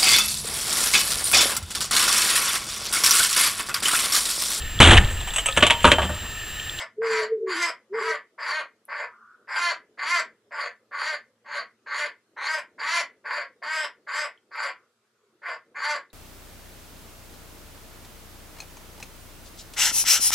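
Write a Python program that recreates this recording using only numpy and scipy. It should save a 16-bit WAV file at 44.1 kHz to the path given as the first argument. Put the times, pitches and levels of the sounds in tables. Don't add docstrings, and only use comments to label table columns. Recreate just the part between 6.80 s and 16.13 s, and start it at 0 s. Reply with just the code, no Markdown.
import sys
import numpy as np
from scipy import signal
from scipy.io import wavfile
from scipy.ndimage import uniform_filter1d

SR = 44100
rng = np.random.default_rng(int(sys.argv[2]) if len(sys.argv) > 2 else 0)


def to_linear_factor(level_db):
    exponent = np.asarray(level_db, float) / 20
    return 10 ** exponent


def generate_wav(signal):
    frames = np.transpose(np.atleast_2d(signal))
    scaled = np.clip(frames, -1, 1) * 32767
    pcm = np.round(scaled).astype(np.int16)
    wavfile.write(sys.argv[1], SR, pcm)


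N = 411453

# (start [s], length [s], peak effort [dB], swell up to the peak [dB], open-beak brightness [dB])
CAWS = [(-.2, .22, -25, 6, -13), (.212, 0.23, -24.5, 3.5, -19), (.662, 0.23, -25, 5.5, -13),
        (1.125, 0.23, -24.5, 7, -22), (1.577, 0.24, -26.5, 2.5, -21), (2.079, 0.17, -28, 4, -28.5),
        (2.672, 0.251, -22.5, 7.5, -19), (3.172, 0.23, -21.5, 10.5, -18), (3.707, 0.17, -30, 0.5, -22),
        (4.11, 0.24, -25.5, 6.5, -19.5), (4.643, 0.17, -29, 13.5, -20.5), (5.057, 0.21, -26.5, 9.5, -17.5),
        (5.562, 0.23, -25, 7, -18.5), (5.979, 0.2346, -23.5, 7.5, -15.5), (6.439, .19, -27.5, 2, -25.5),
        (6.818, 0.24, -28, 1, -15), (7.265, 0.1976, -26, 5, -16.5), (7.707, .19, -27, 10, -21),
        (8.616, 0.13, -30, 4, -26), (8.943, 0.22, -24.5, 8.5, -19.5)]
# (hoarse rate [Hz], steady rate [Hz], steadies after [s], roughness then [0-1])
VOICE = [(350, 350, .1, .7), (315, 325, .14, .55), (360, 344, .13, .4), (330, 320, .13, .35),
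         (298, 317, .16, .2), (288, 288, .12, .85), (348, 348, .13, .25), (288, 352, .1, .2),
         (288, 288, .1, .95), (300, 314, .16, .4), (285, 289, .1, .9), (288, 310, .155, .4),
         (300, 320, .125, .25), (282, 350, .1, .45), (302, 292, .15, .6), (295, 315, .05, .3),
         (285, 308, .11, .4), (290, 284, .15, .55), (350, 344, .06, .74), (286, 305, .135, .25)]
# (first [Hz], last [Hz])
GAPE = [(5000, 5050), (4840, 4620), (4640, 5100), (4930, 4720), (4800, 4370), (4700, 4725), (4920, 4450),
        (4560, 4790), (4848, 4500), (4520, 4600), (4424, 4460), (4377, 4620), (4010, 5100), (4614, 4600),
        (4620, 4660), (4670, 5150), (4650, 5100), (4620, 4780), (4610, 4800), (4560, 4760)]
# (frequency [Hz], width [Hz], level [dB], share of the beak brightness [0-1])
PIPE = [(940.5, 144, -4, 0.1), (1113.5, 45, -4, 0.09), (1331, 280, -4, 0.1), (1584, 82, -7, 0.02),
        (1743, 120, -6.5, 0), (2031, 250, 1.94, 0.31), (2361, 380, -4.5, 0.31), (3238, 1400, 3.5, 1.06)]
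# (frequency [Hz], width [Hz], level [dB])
CHEST = (657.5, 230, -3.5)
# (factor on the beak resonance [1], width [Hz], level [dB], share of brightness [1], share of effort [1])
BEAK = [(1.001, 403, -1.5, 0.72, 0), (1.22, 1700, 8.5, 1.256, 1.9), (1.502, 595, -2, 1.1, 0.077),
        (2.0, 1300, -2.5, 1.12, 1.2), (2.8, 901.6, -10, 1.9, 1.8)]
# (frequency [Hz], time to fall 60 dB [s])
YARD_DECAY = [(400, 0.15), (1100, 0.18), (2000, 0.21), (4000, 0.15), (9000, 0.113)]
# (frequency [Hz], left-right likeness [1])
YARD_SAME = [(500, 1.05), (800, 1.0), (1400, .96), (5000, 0.806), (10000, 0.3)]
# (frequency [Hz], level per Hz [dB])
HUM = [(18, -57), (30, -34.5), (80, -48), (114, -13), (144, -31.5), (304, -29), (354, -17.5), (747, -24),
       (1310, -18), (2140, -26), (3070, -26), (4520, -27.5), (14000, -33.5)]
# (frequency [Hz], left-right likeness [1])
HUM_SAME = [(60, 0.9), (230, 0.77), (900, 0.74), (3500, 0.12), (13600, 0.01)]
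# (time [s], level [dB])
ENGINE = [(0.0, -80.5), (0.31, -58), (1.01, -85.5), (1.17, -60), (1.45, -92.5), (2.41, -75.5),
          (3.009, -97.5), (3.14, -80), (4.551, -80.5), (4.78, -74), (5.19, -83.5), (7.22, -82.5),
          (7.38, -85), (9.33, -82.5)]
# (frequency [Hz], level re the drone [dB])
DRONE = [(116, -5.5), (226, 0.5)]
# (time [s], pitch [Hz], level [dB])
HIGH_COOS = [
    [(.15, 440, -88), (.186, 421, -29), (.214, 458, -27.5), (.45, 429.9, -29.5), (.48, 434, -38),
     (.53, 449, -22.5), (.59, 423.3, -38), (.63, 452.8, -27.5), (.72, 430, -52)],
    [(1.09, 366, -62), (1.128, 395, -31.5), (1.155, 455, -28.5), (1.19, 456.7, -31.5), (1.215, 421, -39),
     (1.245, 450, -37), (1.31, 445, -32), (1.38, 427, -75.5)],
]
# (time [s], pitch [Hz], level [dB])
LOW_COOS = [
    [(.56, 408, -34), (.6, 393.5, -34.5), (.7, 376, -30.5), (.74, 343, -43), (.76, 319, -37.5),
     (.81, 355, -41.5), (.89, 326, -56), (.93, 326, -75)],
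    [(1.19, 406, -46), (1.215, 397, -36), (1.3, 402, -46.5), (1.36, 370, -67)],
]
# (time [s], peak [dB], ring [Hz], length [s])
TICKS = [
    (2.052, -44, 11100, 0.0038),
    (7.574, -58, 3052, 0.0067),
    (7.759, -52, 10720, 0.0056),
    (9.300, -57, 3890, 0.00716),
]
# (time [s], level [dB], centre [Hz])
FAR_CALLS = [
    [(2.25, -47, 1201), (2.36, -54.5, 1280), (2.47, -51, 1340), (2.57, -59, 1400), (2.7, -70, 1300)],
    [(7.93, -51, 1410), (7.97, -56.5, 1330), (8.15, -90, 1244)],
    [(8.3, -92, 1290), (8.334, -79, 1260), (8.448, -76.5, 1260), (8.58, -92, 1240)],
]

ATTACK_S, ATTACK_DB, EASE_S, EASE_DB, RELEASE_S, RELEASE_DB = 0.018, -11.5, 0.057, -5, 0.04, -44
HOARSE, HOARSE_END, SETTLE_S, GLIDE_S, SAG_S, SAG = 0.92, 0.9, 0.03, 0.045, 0.065, 0.12
OPEN_S, SHUT_DB, AJAR_DB, EASED_DB, CLOSING_DB = 0.1027, -36, -12.5, 0.5, -24.5
GAPE_FROM, GAPE_TO = 0.26, 0.75
CHEST_START_DB, CHEST_HELD_DB, CHEST_TOP_DB, CHEST_END_DB, CHEST_PER_EFFORT = -12, -22, -15, -12, -1.0
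FULL_STRAIN_DB = -24.5
HUM_DB = -72.5


def evened(x):
    return x / np.sqrt(np.mean(x ** 2) + 1e-20)


def read(points, hz):
    f, value = np.transpose(points)
    return np.interp(np.log(hz + 1), np.log(f + 1), value)


def add(mix, s, sound):
    sound = sound[max(-round(s * SR), 0):]
    part = mix[max(round(s * SR), 0):][:len(sound)]
    part += sound[:len(part)]


def played(rows):
    s, *columns = np.transpose(rows)
    t = np.arange(s[0], s[-1], 1 / SR)
    return s[0], [np.interp(t, s, column) for column in columns]


def steep(x, hz, width):
    r = np.exp(-np.pi * 1.5 * width / SR)
    if np.ndim(hz) == 0:
        pole = r * np.exp(2j * np.pi * hz / SR)
        rung = signal.lfilter([(1 - r) ** 2], [1, -2 * pole, pole ** 2], x + 1e-18)
    else:
        turn = np.exp(2j * np.pi * np.cumsum(hz) / SR)
        rung = turn * signal.lfilter([(1 - r) ** 2], [1, -2 * r, r * r], x * turn.conj() + 1e-18)
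    return 2 * rung.real / np.sqrt(width / 200)


def resonate(x, hz, width):
    return evened(steep(x, hz, width))


def wander(count, per_s):
    b, a = signal.butter(2, per_s, fs=SR / 16)
    slow = signal.lfilter(b, a, rng.standard_normal(count // 16 + 400))[398:]
    return np.interp(np.arange(count) / 16, np.arange(len(slow)), evened(slow))


def pair(frames, same):
    a, b, c, d = rng.standard_normal((frames, len(same), 4)).T
    same = np.clip(same, -1, 1)[:, None]
    left, other = a + 1j * b, c + 1j * d
    return np.array([left, same * left + np.sqrt(1 - same ** 2) * other])


def membrane(hz, rough, jitter, shimmer_db, hiss):
    chaos = np.clip(rough, 0, 1) ** 2
    drift = 0.009 * wander(len(hz), 30)
    uneven = jitter * chaos * np.clip(wander(len(hz), 160), -3, 3)
    turns = np.cumsum(hz * (1 + drift + uneven)) / SR
    limp = (-1) ** np.floor(turns) + 1.1 * rng.standard_normal(len(hz))
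    slaps = np.diff(np.floor(turns), prepend=0) * to_linear_factor(shimmer_db * chaos * limp)
    puffs = (0.18 + np.exp(-(turns % 1) / 0.5)) * rng.standard_normal(len(hz))
    leak = 0.15 + hiss * chaos
    return (1 - hiss * chaos) * evened(slaps), evened(puffs) * leak


def gesture(start, length, peak_db, swell_db, open_db):
    held_db = CHEST_HELD_DB + CHEST_PER_EFFORT * (peak_db + 28.5)
    top_db = CHEST_TOP_DB + CHEST_PER_EFFORT * (peak_db + 28)
    low_db = peak_db - swell_db
    opened = min(OPEN_S, length - EASE_S - 0.01)
    climb = (opened - ATTACK_S) / (length - EASE_S - ATTACK_S)
    return [(start, low_db + ATTACK_DB, open_db + SHUT_DB, CHEST_START_DB),
            (start + ATTACK_S, low_db, open_db + AJAR_DB, held_db),
            (start + opened, peak_db - swell_db * (1 - climb), open_db, held_db),
            (start + length - EASE_S, peak_db, open_db, top_db),
            (start + length, peak_db + EASE_DB, open_db + EASED_DB, CHEST_END_DB),
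            (start + length + RELEASE_S, peak_db + RELEASE_DB, open_db + CLOSING_DB, CHEST_END_DB)]


def voicing(t, length, hoarse_hz, steady_hz, steady_s, calm):
    sag = np.clip(1 + (t - length) / SAG_S, 0, 1.5)
    glide_hz = np.interp(t, [steady_s - GLIDE_S, steady_s + GLIDE_S], [hoarse_hz, steady_hz])
    rough = np.interp(t, [steady_s - SETTLE_S, steady_s, length - SETTLE_S, length],
                      [HOARSE, calm, calm, max(calm, HOARSE_END)])
    return glide_hz * (1 - SAG * sag ** 2), rough


def caw(push, throat, gape_hz):
    s, (effort_db, bright_db, chest_db) = played(gesture(*push))
    count, length = len(effort_db), push[1]
    t = np.arange(count) / SR
    hz, rough = voicing(t, length, *throat)
    slaps, puffs = membrane(hz, rough, jitter=0.13, shimmer_db=4.0, hiss=0.5)

    chest_hz, chest_width, chest_level_db = CHEST
    voice = to_linear_factor(chest_db + chest_level_db + 12.5) * steep(slaps + puffs, chest_hz, chest_width)
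    for k, (f, width, db, share) in enumerate(PIPE):
        sway_db = 2.2 * wander(count, 18)
        level_db = db + share * (bright_db + 4.0) + sway_db
        voice += (-1) ** k * to_linear_factor(level_db) * steep(slaps + puffs, f, width)
    voice = signal.sosfilt(signal.butter(2, 3900, fs=SR, output="sos"), voice)

    beak_hz = np.interp(t, [GAPE_FROM * length, GAPE_TO * length], gape_hz)
    beak_hz = uniform_filter1d(beak_hz, 2500)
    strain_db = np.minimum(effort_db, FULL_STRAIN_DB) + 24.0
    breath = 0.91 * slaps + 2 * puffs
    for factor, width, db, share, strain in BEAK:
        gusts = to_linear_factor(2.33 * wander(count, 14.1))
        level_db = db + share * (bright_db + 4.5) + strain * strain_db
        voice += to_linear_factor(level_db) * gusts * steep(breath, np.minimum(factor * beak_hz, 14000), width)

    flutter = to_linear_factor(1.2 * wander(count, 35))
    onset = np.minimum(1, (t + 0.001) / 0.0029)
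    voice *= to_linear_factor(effort_db + 15.0) * flutter * onset
    return s, signal.sosfilt(signal.butter(6, 470, "high", fs=SR, output="sos"), voice)


def yard(x):
    hz, t = np.fft.rfftfreq(256, 1 / SR), np.arange(400) * 64 / SR
    decay_s = np.maximum(read(YARD_DECAY, hz), 0.03)[:, None]
    z = pair(len(t), read(YARD_SAME, hz)) * to_linear_factor(-60 * t / decay_s)
    tail = signal.istft(z, nperseg=256, noverlap=192)[1]
    tail = np.pad(tail, ((0, 0), (130, 0)))
    return signal.fftconvolve(x[None], tail / np.linalg.norm(tail[0]), axes=1)[:, :N]


def rustle(screams):
    struggle = np.sqrt(abs(uniform_filter1d(screams ** 2, 16000)))
    whoosh = resonate(steep(rng.standard_normal(N), 380, 330), 300, 540)
    murmur = resonate(rng.standard_normal(N), 440 + 60 * wander(N, 1.5), 58)
    lumps = to_linear_factor(2.5 * wander(N, 12))
    murmur_level = to_linear_factor(-75.0 + 3.0 * wander(N, 2.7))
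    return lumps * (to_linear_factor(-34.5) * struggle * whoosh + murmur_level * murmur)


def town():
    frames, hz = N // 256 + 5, np.fft.rfftfreq(1024, 1 / SR)
    patches = uniform_filter1d(rng.standard_normal((frames, 513)).T, 6, 0)
    patches = evened(uniform_filter1d(patches, 12, 1))
    z = pair(frames, read(HUM_SAME, hz)) * to_linear_factor(read(HUM, hz)[:, None] + 2.0 * patches)
    hum = to_linear_factor(HUM_DB) * evened(signal.istft(z, nperseg=1024, noverlap=768)[1][:, :N])
    engine_db = np.interp(np.arange(N) / SR, *np.transpose(ENGINE))
    drone = sum(to_linear_factor(db) * resonate(rng.standard_normal(N), f, 20) for f, db in DRONE)
    return hum + to_linear_factor(engine_db) * drone


def coo(rows):
    s, (hz, level_db) = played(rows)
    unsteady_hz = hz * (1 + 0.0044 * wander(len(hz), 36))
    tone = np.sin(2 * np.pi * np.cumsum(unsteady_hz) / SR)
    quaver = to_linear_factor(1.5 * wander(len(hz), 30))
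    return s, to_linear_factor(level_db + 3.5) * quaver * tone * signal.windows.tukey(len(hz), 0.1)


def tick(s, db, hz, length):
    count = round(max(length, 0.002) * SR)
    width = 0.21 * hz
    ring = resonate(resonate(rng.standard_normal(count), hz, width), hz, width)
    return s, to_linear_factor(db) * np.hanning(count) * ring


def far_crow(rows):
    s, (level_db, hz) = played(rows)
    slaps, puffs = membrane(0 * hz + 330, 0.92, jitter=0.1, shimmer_db=7.0, hiss=0.23)
    voice = steep(steep(slaps + puffs, hz, 300), hz, 500)
    return s, to_linear_factor(level_db) * evened(voice) * signal.windows.tukey(len(hz), 0.2)


def scene():
    near, dove, claws, far = np.zeros((4, N))
    for push, throat, gape_hz in zip(CAWS, VOICE, GAPE):
        add(near, *caw(push, throat, gape_hz))
    for rows in HIGH_COOS + LOW_COOS:
        add(dove, *coo(rows))
    for row in TICKS:
        add(claws, *tick(*row))
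    for rows in FAR_CALLS:
        add(far, *far_crow(rows))
    echoes = yard(to_linear_factor(-1.5) * near + to_linear_factor(-10.5) * dove + to_linear_factor(-5) * far + to_linear_factor(-8) * claws)
    direct = to_linear_factor(-1) * near + dove + to_linear_factor(-6) * far + claws + rustle(near)
    balance = to_linear_factor(np.array([[0.15], [-0.15]]))
    return balance * (direct + echoes) + town()


def roll_off(x):
    return signal.sosfilt(signal.butter(12, 14160, fs=SR, output="sos"), x)


def record(dry):
    heard = signal.sosfilt(signal.butter(2, [70, 11000], "band", fs=SR, output="sos"), dry)
    return roll_off(heard)


dry = scene()
out = record(dry)
generate_wav(out)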